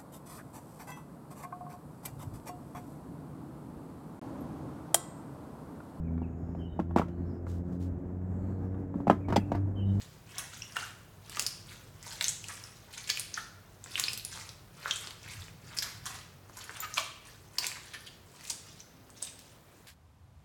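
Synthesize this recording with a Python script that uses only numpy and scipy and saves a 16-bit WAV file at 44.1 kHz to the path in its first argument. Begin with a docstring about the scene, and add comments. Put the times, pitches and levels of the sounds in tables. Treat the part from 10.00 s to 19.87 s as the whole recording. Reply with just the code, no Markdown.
"""A small, live room: a hand kneads sticky slime on a hard tabletop.
Each squeeze bursts trapped air pockets, which pop at their own pitch; the table mirrors them and the
walls ring on. Between pops the slime squeaks, squelches and crackles as it peels off skin and table.
Once the heel of the hand judders on the table. Low rumble, hiss and a brief faint hum lie beneath."""
import sys
import numpy as np
from scipy import signal
from scipy.fft import rfft, irfft, next_fast_len
from scipy.io import wavfile
from scipy.ndimage import uniform_filter1d, map_coordinates

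SR = 44100
rng = np.random.default_rng(int(sys.argv[2]) if len(sys.argv) > 2 else 0)


def wav_record(signal):
    """Record a signal, one row per channel, as 16-bit PCM in the file named by sys.argv[1]."""
    frames = np.transpose(np.atleast_2d(signal))
    bounded = np.clip(frames, -1, 1)
    # unit amplitude maps onto the largest positive 16-bit level
    quanta = np.round(bounded * 32767).astype(np.int16)
    wavfile.write(sys.argv[1], SR, quanta)


N = 435266
TOP_HZ = 17200

# tearing film: f/Hz, level/dB
SNAP_SPECTRUM = [(100, -21), (300, -44), (1200, -12), (5000, 3.5), (9000, -2), (16000, -12)]
# large pockets, two rows for a double one: t/s, ring level/dB, f/Hz, decay/cycles, snap level/dB
POPS = [(.383, -13.5, 7160, 1.2, -28), (.723, -28, 5330, 1.8, -55), (0.7676, -23.5, 2930, 7.7, -50),
        (0.767, -14.5, 1310, 2.3, -29), (.7695, -35, 765, 2.2, -50), (1.297, -17.5, 7400, 0.59, -37),
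        (1.3487, -22, 5170, 1.4, -43), (1.359, -25, 7000, 1, -38), (1.3708, -13.5, 3170, 0.58, -30),
        (1.371, -25.5, 1170, 2.6, -39), (1.3958, -11.5, 3000, 1.5, -17), (1.419, -15, 10500, 1, -35),
        (1.424, -7.5, 6330, 0.75, -33), (1.4653, -6, 5300, 2, -48), (1.4657, -10.5, 10100, 1.5, -48),
        (1.47, -12, 9100, 0.78, -36), (2.028, -24, 6990, 1.4, -44), (2.125, -21, 6680, .8, -44),
        (2.066, -31, 900, 0.9, -40), (2.2116, -12.5, 2060, 1.1, -30), (2.2104, -8.5, 3970, 1.6, -27),
        (2.2258, -24, 9000, .8, -24), (2.243, -15, 6050, 7.8, -23), (2.2826, -3.5, 6940, 2, -36),
        (2.4419, -23.5, 2840, 1.8, -36.5), (2.4852, -16, 7530, 1.1, -50), (2.639, -23.5, 5300, 2.1, -39),
        (3.0422, -26, 4330, 1.7, -48), (3.101, -5.5, 4520, 1.9, -22), (3.162, -23, 11000, .8, -34),
        (3.1732, -17, 2630, 1.8, -31), (3.1967, -6.5, 9300, 1.3, -33), (3.3778, -23.5, 1800, 3.2, -46),
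        (3.841, -22, 7600, 2.7, -40.5), (3.861, -25, 1530, 0.44, -48), (3.956, -10.5, 2880, 2.2, -41),
        (3.978, -14.5, 2480, 1.6, -33), (3.9978, -9.5, 6240, 2.3, -19), (3.9984, -15, 8060, 0.94, -18.5),
        (4.039, -6.5, 4300, 1.95, -29), (4.0824, -14, 2600, 2.1, -40), (4.0833, -18.5, 5100, 11, -44),
        (4.1332, -8, 8300, 0.54, -32), (4.1764, -15, 11600, 1.3, -31), (4.197, -24, 4100, 2, -44),
        (4.25, -15.5, 10200, 4, -30.5), (4.375, -25.5, 1395, 0.92, -39), (4.492, -19.5, 4870, 0.84, -47),
        (4.8584, -13, 1440, 1.43, -47), (4.91, -8, 3170, 2.1, -40), (4.9102, -9, 5700, 1.3, -48),
        (4.9119, -13, 3220, 2.2, -42), (4.96, -18.5, 7850, 2.8, -43), (4.969, -20, 7200, 2.2, -41),
        (5.0728, -14.5, 4130, 0.57, -61), (5.1083, -17.5, 4470, 0.63, -40), (5.232, -29, 6470, 1.6, -50),
        (5.421, -31.5, 3700, 4, -52), (5.483, -25.5, 2200, 0.46, -55), (5.7873, -7, 5170, 2.3, -26.5),
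        (6.497, -29.5, 1020, 0.49, -51), (6.571, -22, 6950, 1.2, -42), (6.6415, -21, 10500, 1, -47),
        (6.6944, -19.5, 1570, 0.97, -54), (6.77, -21.5, 2700, 0.63, -46), (6.941, -17, 6660, 3.2, -37),
        (6.973, -14, 2700, 1.8, -38), (6.973, -22, 1270, 2.2, -46), (6.9788, -16, 1130, 3.2, -46),
        (6.9798, -31, 620, 2.3, -42), (6.9796, -18.5, 2500, 6.5, -38), (6.9808, -12, 3000, 3.5, -24.5),
        (7.5843, -7, 4840, 1.15, -33), (7.585, -21, 1040, .6, -45), (7.586, -7.5, 4260, 2, -18.5),
        (7.63, -31, 800, 1, -50), (7.6437, -13.5, 2360, 1.2, -36), (7.6677, -10.5, 7400, 2.5, -23.5),
        (7.717, -20.5, 2210, 1.2, -41), (7.77, -32, 1270, 1.5, -54), (8.41, -32, 2160, .9, -43),
        (8.452, -27, 4800, 1.1, -37), (8.5002, -9.5, 6600, 1.2, -30), (8.5032, -16, 4950, 2.3, -37),
        (8.804, -29, 5800, 5, -58), (9.095, -38, 1050, .7, -58), (9.103, -33.5, 7400, 2.3, -50),
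        (9.2234, -36.5, 830, 1.3, -55), (9.25, -20, 9000, 1.1, -46), (9.272, -31.5, 3600, 4, -48),
        (9.392, -40, 5230, 1.6, -39.5)]

def pops():
    """The film strains and tears with a snap, and the opened pocket rings."""
    strain_s, tear_s = 0.00062, 0.00074
    lead = SR // 200
    track, t = np.zeros(N), np.arange(-lead, SR // 40) / SR
    tear = np.exp(np.where(t < 0, t / strain_s, -t / tear_s))
    for s, ring_db, hz, cycles, snap_db in POPS:
        ring = cavity(np.maximum(t, 0), hz, max(cycles, .5), glide=rng.normal(0, 0.053))
        snap = noise(SNAP_SPECTRUM, len(t)) * tear
        add(track, s - lead / SR, amp(ring_db - 1) * ring + amp(snap_db - 1.5) * snap)
    return track

def cavity(t, hz, cycles, glide):
    """An opened air pocket rings for a few cycles; its pitch slides as the hole changes size."""
    turns = hz * t
    phase = turns * (1 + glide * np.tanh(turns / cycles / 2))
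    onset = 1 - np.exp(-2.6 * turns / np.sqrt(cycles))
    return np.sin(2 * np.pi * phase) * onset * np.exp(-turns / cycles)

# bubble clusters: t/s, length/s, gurgle level/dB, gurgle f/Hz, crackle level/dB, crackle f/Hz
SQUELCHES = [(0.3825, 0.013, -42.5, 1410, -34, 6540), (0.758, 0.014, -37.5, 1840, -45, 3640),
             (1.705, 0.032, -51, 1800, -53, 7600), (2.29, 0.0052, -62, 2600, -29.5, 7460),
             (2.488, 0.028, -44.5, 1450, -55, 5000), (2.925, 0.023, -54.5, 2000, -45, 6640),
             (2.973, 0.0086, -42.5, 1960, -38.5, 3900), (3.074, 0.01, -53, 2200, -39, 5770),
             (3.092, 0.012, -35.5, 2310, -30, 4600), (3.336, 0.0068, -60, 1800, -49, 4500),
             (3.377, 0.017, -49, 1580, -58, 4530), (3.977, 0.021, -39, 1600, -38, 5840),
             (4.841, 0.013, -47, 1500, -58, 4000), (4.869, 0.041, -40.5, 1550, -44.5, 4070),
             (4.955, 0.011, -58, 2010, -51, 7440), (5.303, 0.038, -49, 2350, -47, 4570),
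             (5.767, 0.01, -45, 1890, -35.5, 8150), (5.823, 0.0084, -36.5, 1680, -30, 5160),
             (6.055, 0.019, -39.5, 1440, -36, 6240), (6.143, 0.019, -58, 1930, -46, 5800),
             (6.572, 0.0044, -48, 1300, -49, 5200), (6.822, 0.026, -40.5, 1700, -43.5, 2860),
             (6.961, 0.021, -48, 1500, -41, 5500), (6.973, 0.012, -30.5, 2730, -58, 3000),
             (7.621, 0.029, -49, 1550, -37, 4200), (7.755, 0.016, -44, 1820, -49, 3500),
             (7.933, 0.019, -47, 1630, -40, 3550), (8.063, 0.014, -45.5, 3400, -50, 4830),
             (8.472, .008, -58, 2200, -42, 6500), (8.498, 0.0091, -49.5, 1210, -32, 6560),
             (8.791, 0.016, -69, 1800, -53.5, 6000), (9.22, 0.0081, -56, 1500, -42, 8600)]

def squelches():
    """A foamy patch collapses: a short volley of like-sized gurgles and scattered crackle."""
    track = np.zeros(N)
    for s, length, gurgle_db, gurgle_hz, crackle_db, crackle_hz in SQUELCHES:
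        size = max(int(length * SR), 1)
        gurgle = bubbles(size, per_s=2600, hz=gurgle_hz, spread=0.17, cycles=2.1, scatter_db=4)
        crackle = bubbles(size, per_s=3500, hz=crackle_hz, spread=0.507, cycles=2.4, scatter_db=5.5)
        add(track, s, amp(gurgle_db) * gurgle + amp(crackle_db) * crackle)
    return track

# wet slime muffles the largest and tiniest bursts: f/Hz, level/dB
WET_DAMPING = [(600, -2.5), (1400, -5), (7500, 2), (11000, -0.5), (16000, -9)]

def bubbles(size, per_s, hz, spread, cycles, scatter_db):
    """A swarm of tiny bursts, rms 1: log-normal pitches, a few loud among many faint."""
    count = max(int(per_s * size / SR), 3)
    when, strength, slide = rng.random((count, 3)).T
    pitch = hz * np.exp(spread * np.clip(rng.standard_normal(count), -2, 2))
    gain = amp(scatter_db * np.minimum(-np.log(1 - strength), np.pi))
    gain *= (pitch / hz) ** .3 * amp(along(WET_DAMPING, pitch)) * (pitch < TOP_HZ)
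    steps = np.arange(256)
    grains = gain[:, None] * cavity(steps / SR, pitch[:, None], cycles, 0.29 * (slide[:, None] - .5))
    positions = (when * size).astype(int)[:, None] + steps
    return unit(np.bincount(positions.ravel(), grains.ravel(), size + len(steps)))

# fingers close, pressure builds: t/s, length/s, final gurgle level/dB, final crackle level/dB
SQUEEZES = [(.31, 0.12, -46.5, -49), (1.31, 0.1, -45.5, -43.5), (2.03, 0.1, -48.5, -43.5),
            (2.21, 0.047, -48.5, -39), (2.97, 0.24, -54, -47), (3.87, 0.076, -52, -49.5),
            (3.97, 0.12, -49, -40.5), (4.79, 0.061, -50.5, -51.5), (4.87, 0.095, -60, -42.5),
            (5.68, 0.22, -47, -48), (6.57, 0.049, -50, -45), (6.69, 0.115, -48.5, -48.5),
            (7.59, 0.1, -45, -41.5), (8.35, 0.16, -52, -50.5), (9.195, 0.062, -60, -46)]
# fingers peel off, contact shrinks: t/s, length/s, first gurgle level/dB, first crackle level/dB
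PEELS = [(0, 0.056, -52.5, -50), (.54, 0.11, -53, -48), (.775, 0.086, -43, -41), (1.69, 0.13, -55.5, -51),
         (2.487, 0.11, -53, -44), (2.63, 0.35, -61.5, -58.5), (3.38, 0.058, -48.5, -41.5),
         (4.33, 0.16, -48.5, -42.5), (5.03, 0.085, -46.5, -48), (5.26, 0.2, -51, -49),
         (6.08, 0.13, -49.5, -45.5), (6.99, 0.051, -41.5, -36.5), (7.27, 0.17, -62, -55.5),
         (7.85, 0.23, -61, -51.5), (8.67, 0.13, -63, -54), (9.38, 0.15, -79, -57.5)]

def kneading():
    """Larger pockets gurgle inside the lump while its sticky surface crackles."""
    creep = amp([[-74], [-68]])  # gurgle, crackle between strokes
    gurgle_gain, crackle_gain = strokes(SQUEEZES, change_db=6) + strokes(PEELS, change_db=-10.5) + creep
    gurgle = bubbles(N, per_s=450, hz=1754, spread=0.33, cycles=1.4, scatter_db=4.5)[:N]
    crackle = bubbles(N, per_s=950, hz=5344, spread=0.524, cycles=2.2, scatter_db=5)[:N]
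    return yielding() * (gurgle_gain * gurgle + crackle_gain * crackle)

def strokes(rows, change_db, attack_s=0.029, release_s=0.031):
    """Gurgle and crackle gains: the slime starts to move, swells or fades, then settles."""
    gains, t = np.zeros((2, N)), np.arange(N) / SR
    for s, length, gurgle_db, crackle_db in rows:
        edges = np.exp(np.minimum(t - s, 0) / attack_s - np.maximum(t - s - length, 0) / release_s)
        ramp = amp(change_db * np.clip((t - s) / length, 0, 1) - max(change_db, 0))
        gains += amp([[gurgle_db], [crackle_db]]) * edges * ramp
    return gains

def yielding(depth_db=1.5, knots_per_s=25):
    """The slime gives in fits and starts: a smooth random gain around 1."""
    knots = np.arange(N) * knots_per_s / SR
    return amp(depth_db * map_coordinates(rng.standard_normal(1024), [knots], mode="wrap"))

# pinhole whistles: t/s, length/s, level/dB, start f/Hz, end f/Hz, relative octave level/dB
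SQUEAKS = [(0.6198, 0.0038, -34, 2660, 2980, 1.5), (0.821, 0.024, -41.5, 1290, 1665, -16),
           (3.341, 0.0025, -26.5, 6760, 5300, -41), (3.342, 0.0027, -33.5, 5170, 3900, -42),
           (3.3746, 0.0056, -27.5, 1460, 1280, -31), (6.802, 0.0059, -35, 7430, 6850, 3),
           (6.826, 0.034, -38.5, 1314, 1193, -12), (9.226, 0.0011, -20, 8970, 7500, -40)]

def squeaks(flutter_depth=0.038, flutter_cycles=0.9):
    """Air forced through a pinhole flutters the film: a sliding, unsteady tone with its octave."""
    track = np.zeros(N)
    for s, length, db, start_hz, end_hz, octave_db in SQUEAKS:
        size = int(length * SR)
        flutter = 1 + flutter_depth * wavering(size, flutter_cycles * SR / start_hz)
        phase = 2 * np.pi * np.cumsum(np.linspace(start_hz, end_hz, size) * flutter) / SR
        tone = np.sin(phase) + amp(octave_db) * np.sin(2 * phase)
        air = amp(-23) * noise(SNAP_SPECTRUM, size)
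        add(track, s, amp(db) * arch(size) * (tone + air))
    return track

# heel of the hand on the table: t/s, length/s, level/dB
JUDDERS = [(5.243, 0.11, -46), (5.368, 0.071, -42)]

def judder(table_hz=98, wander=0.12):
    """Skin sticks and slips under the hand's weight and drives the tabletop's lowest ring."""
    track = np.zeros(N)
    for s, length, db in JUDDERS:
        size = int(length * SR)
        hz = table_hz * (1 + wander * wavering(size, SR / table_hz))
        add(track, s, amp(db) * arch(size) * np.sin(2 * np.pi * np.cumsum(hz) / SR))
    return track

def table_echo(x, knead_hz=1.1):
    """The table returns each sound; the path changes as the lump is lifted and pressed."""
    now = np.arange(N)
    delay_s = .0016 + .0004 * np.sin(2 * np.pi * knead_hz * now / SR)
    return x + 0.3 * x[np.clip(now - (delay_s * SR).astype(int), 0, N - 1)]

# reverberation time: f/Hz, T60/s
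ROOM_T60 = [(200, 0.33), (1200, 0.65), (3000, 0.66), (7000, 0.52), (15000, 0.36)]
# reverberation colour: f/Hz, level/dB
ROOM_SPECTRUM = [(300, 14), (1300, 1.5), (7000, 2.5), (15000, 4.5)]

def room(x, predelay_s=.0025):
    """The walls ring on; a fresh tail every quarter second stands for the hand moving about."""
    wet, block = np.zeros(N), SR // 4
    for start in range(0, N, block):
        hz, t, bins = signal.stft(rng.standard_normal(SR * 2 // 3), SR, nperseg=256)
        fade = 10 ** (-3 * t / along(ROOM_T60, hz)[:, None])
        early_boost = 1 + 1.57 * np.exp(-t / 0.0091)
        colour = amp(along(ROOM_SPECTRUM, hz))[:, None]
        tail = signal.istft(bins * fade * early_boost * colour, SR)[1]
        tail /= np.linalg.norm(tail)
        add(wet, start / SR + predelay_s, signal.fftconvolve(x[start:start + block], tail))
    return wet

# room hiss and rumble spectra: f/Hz, density level/dB
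HISS_SPECTRUM = [(20, -48), (45, -8), (190, -7.5), (240, -9), (400, -9.5), (900, -15), (1300, -16.5),
                 (3400, -27), (8000, -32.5), (17000, -28.5)]
RUMBLE_SPECTRUM = [(20, -38), (40, -5), (62, -6), (80, -8), (98, 5), (125, -2.5), (160, -3), (220, -16),
                   (500, -38)]
# rumble and hum envelopes: t/s, level/dB
RUMBLE_LEVELS = [(0, -53.5), (2.3, -53.5), (2.9, -56.5), (4.4, -53), (5.1, -55.5), (5.3, -53), (5.5, -52.5),
                 (6.15, -51.5), (6.5, -57), (8.7, -58.5), (9.87, -63.5)]
HUM_LEVELS = [(8.7, -100), (8.95, -65.5), (9.4, -66), (9.6, -100)]

def background(hum_hz=262):
    """Steady room hiss, a slowly changing rumble and, near the end, a faint distant hum."""
    t = np.arange(N) / SR
    hiss = amp(-59.5) * noise(HISS_SPECTRUM, N)
    rumble = amp(np.interp(t, *np.transpose(RUMBLE_LEVELS)) - 2) * noise(RUMBLE_SPECTRUM, N)
    hum = amp(np.interp(t, *np.transpose(HUM_LEVELS))) * np.sin(2 * np.pi * hum_hz * t)
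    return hiss + rumble + hum

def amp(db):
    """Decibels to gain."""
    return 10 ** (np.asarray(db) / 20)

def unit(x):
    """Scale to rms 1."""
    return x / np.sqrt(np.mean(x ** 2) + 1e-20)

def along(points, hz):
    """Read (f/Hz, value) points on a log axis."""
    f, values = np.transpose(points)
    return np.interp(np.log(hz + 1), np.log(f + 1), values)

def filtered(x, response):
    """Apply a frequency response."""
    size = next_fast_len(len(x) + 4096)
    return irfft(rfft(x, size) * response(np.fft.rfftfreq(size, 1 / SR)), size)[:len(x)]

def noise(spectrum, size):
    """Coloured noise, rms 1."""
    return unit(filtered(rng.standard_normal(size), lambda hz: amp(along(spectrum, hz))))

def wavering(size, span):
    """Random wander around zero, rms 1, smooth over span samples."""
    wander = uniform_filter1d(rng.standard_normal(size), size=max(int(span), 1))
    return unit(wander - wander.mean())

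def arch(size):
    """Rounded rise and fall."""
    return np.sqrt(np.abs(np.sin(np.pi * np.linspace(0, 1, size))))

def add(track, s, sound):
    """Mix a sound into the track at time s."""
    start = max(round(s * SR), 0)
    part = track[start:start + len(sound)]
    part += sound[:len(part)]

def scene():
    """The slime close by, its echoes, the hand on the table and the quiet room."""
    sharp, soft = pops() + squeaks(), squelches() + kneading()
    slime = table_echo(sharp + amp(-6) * soft) + room(amp(-1) * sharp + amp(-4) * soft)
    # such small pockets radiate almost no bass
    slime = signal.sosfilt(signal.butter(2, 260, "highpass", fs=SR, output="sos"), slime)
    return (slime + judder() + background())[None]

def record(dry):
    """Brick-wall low-pass at TOP_HZ."""
    return filtered(dry[0], lambda hz: hz < TOP_HZ)[None]

dry = scene()
out = record(dry)
wav_record(out)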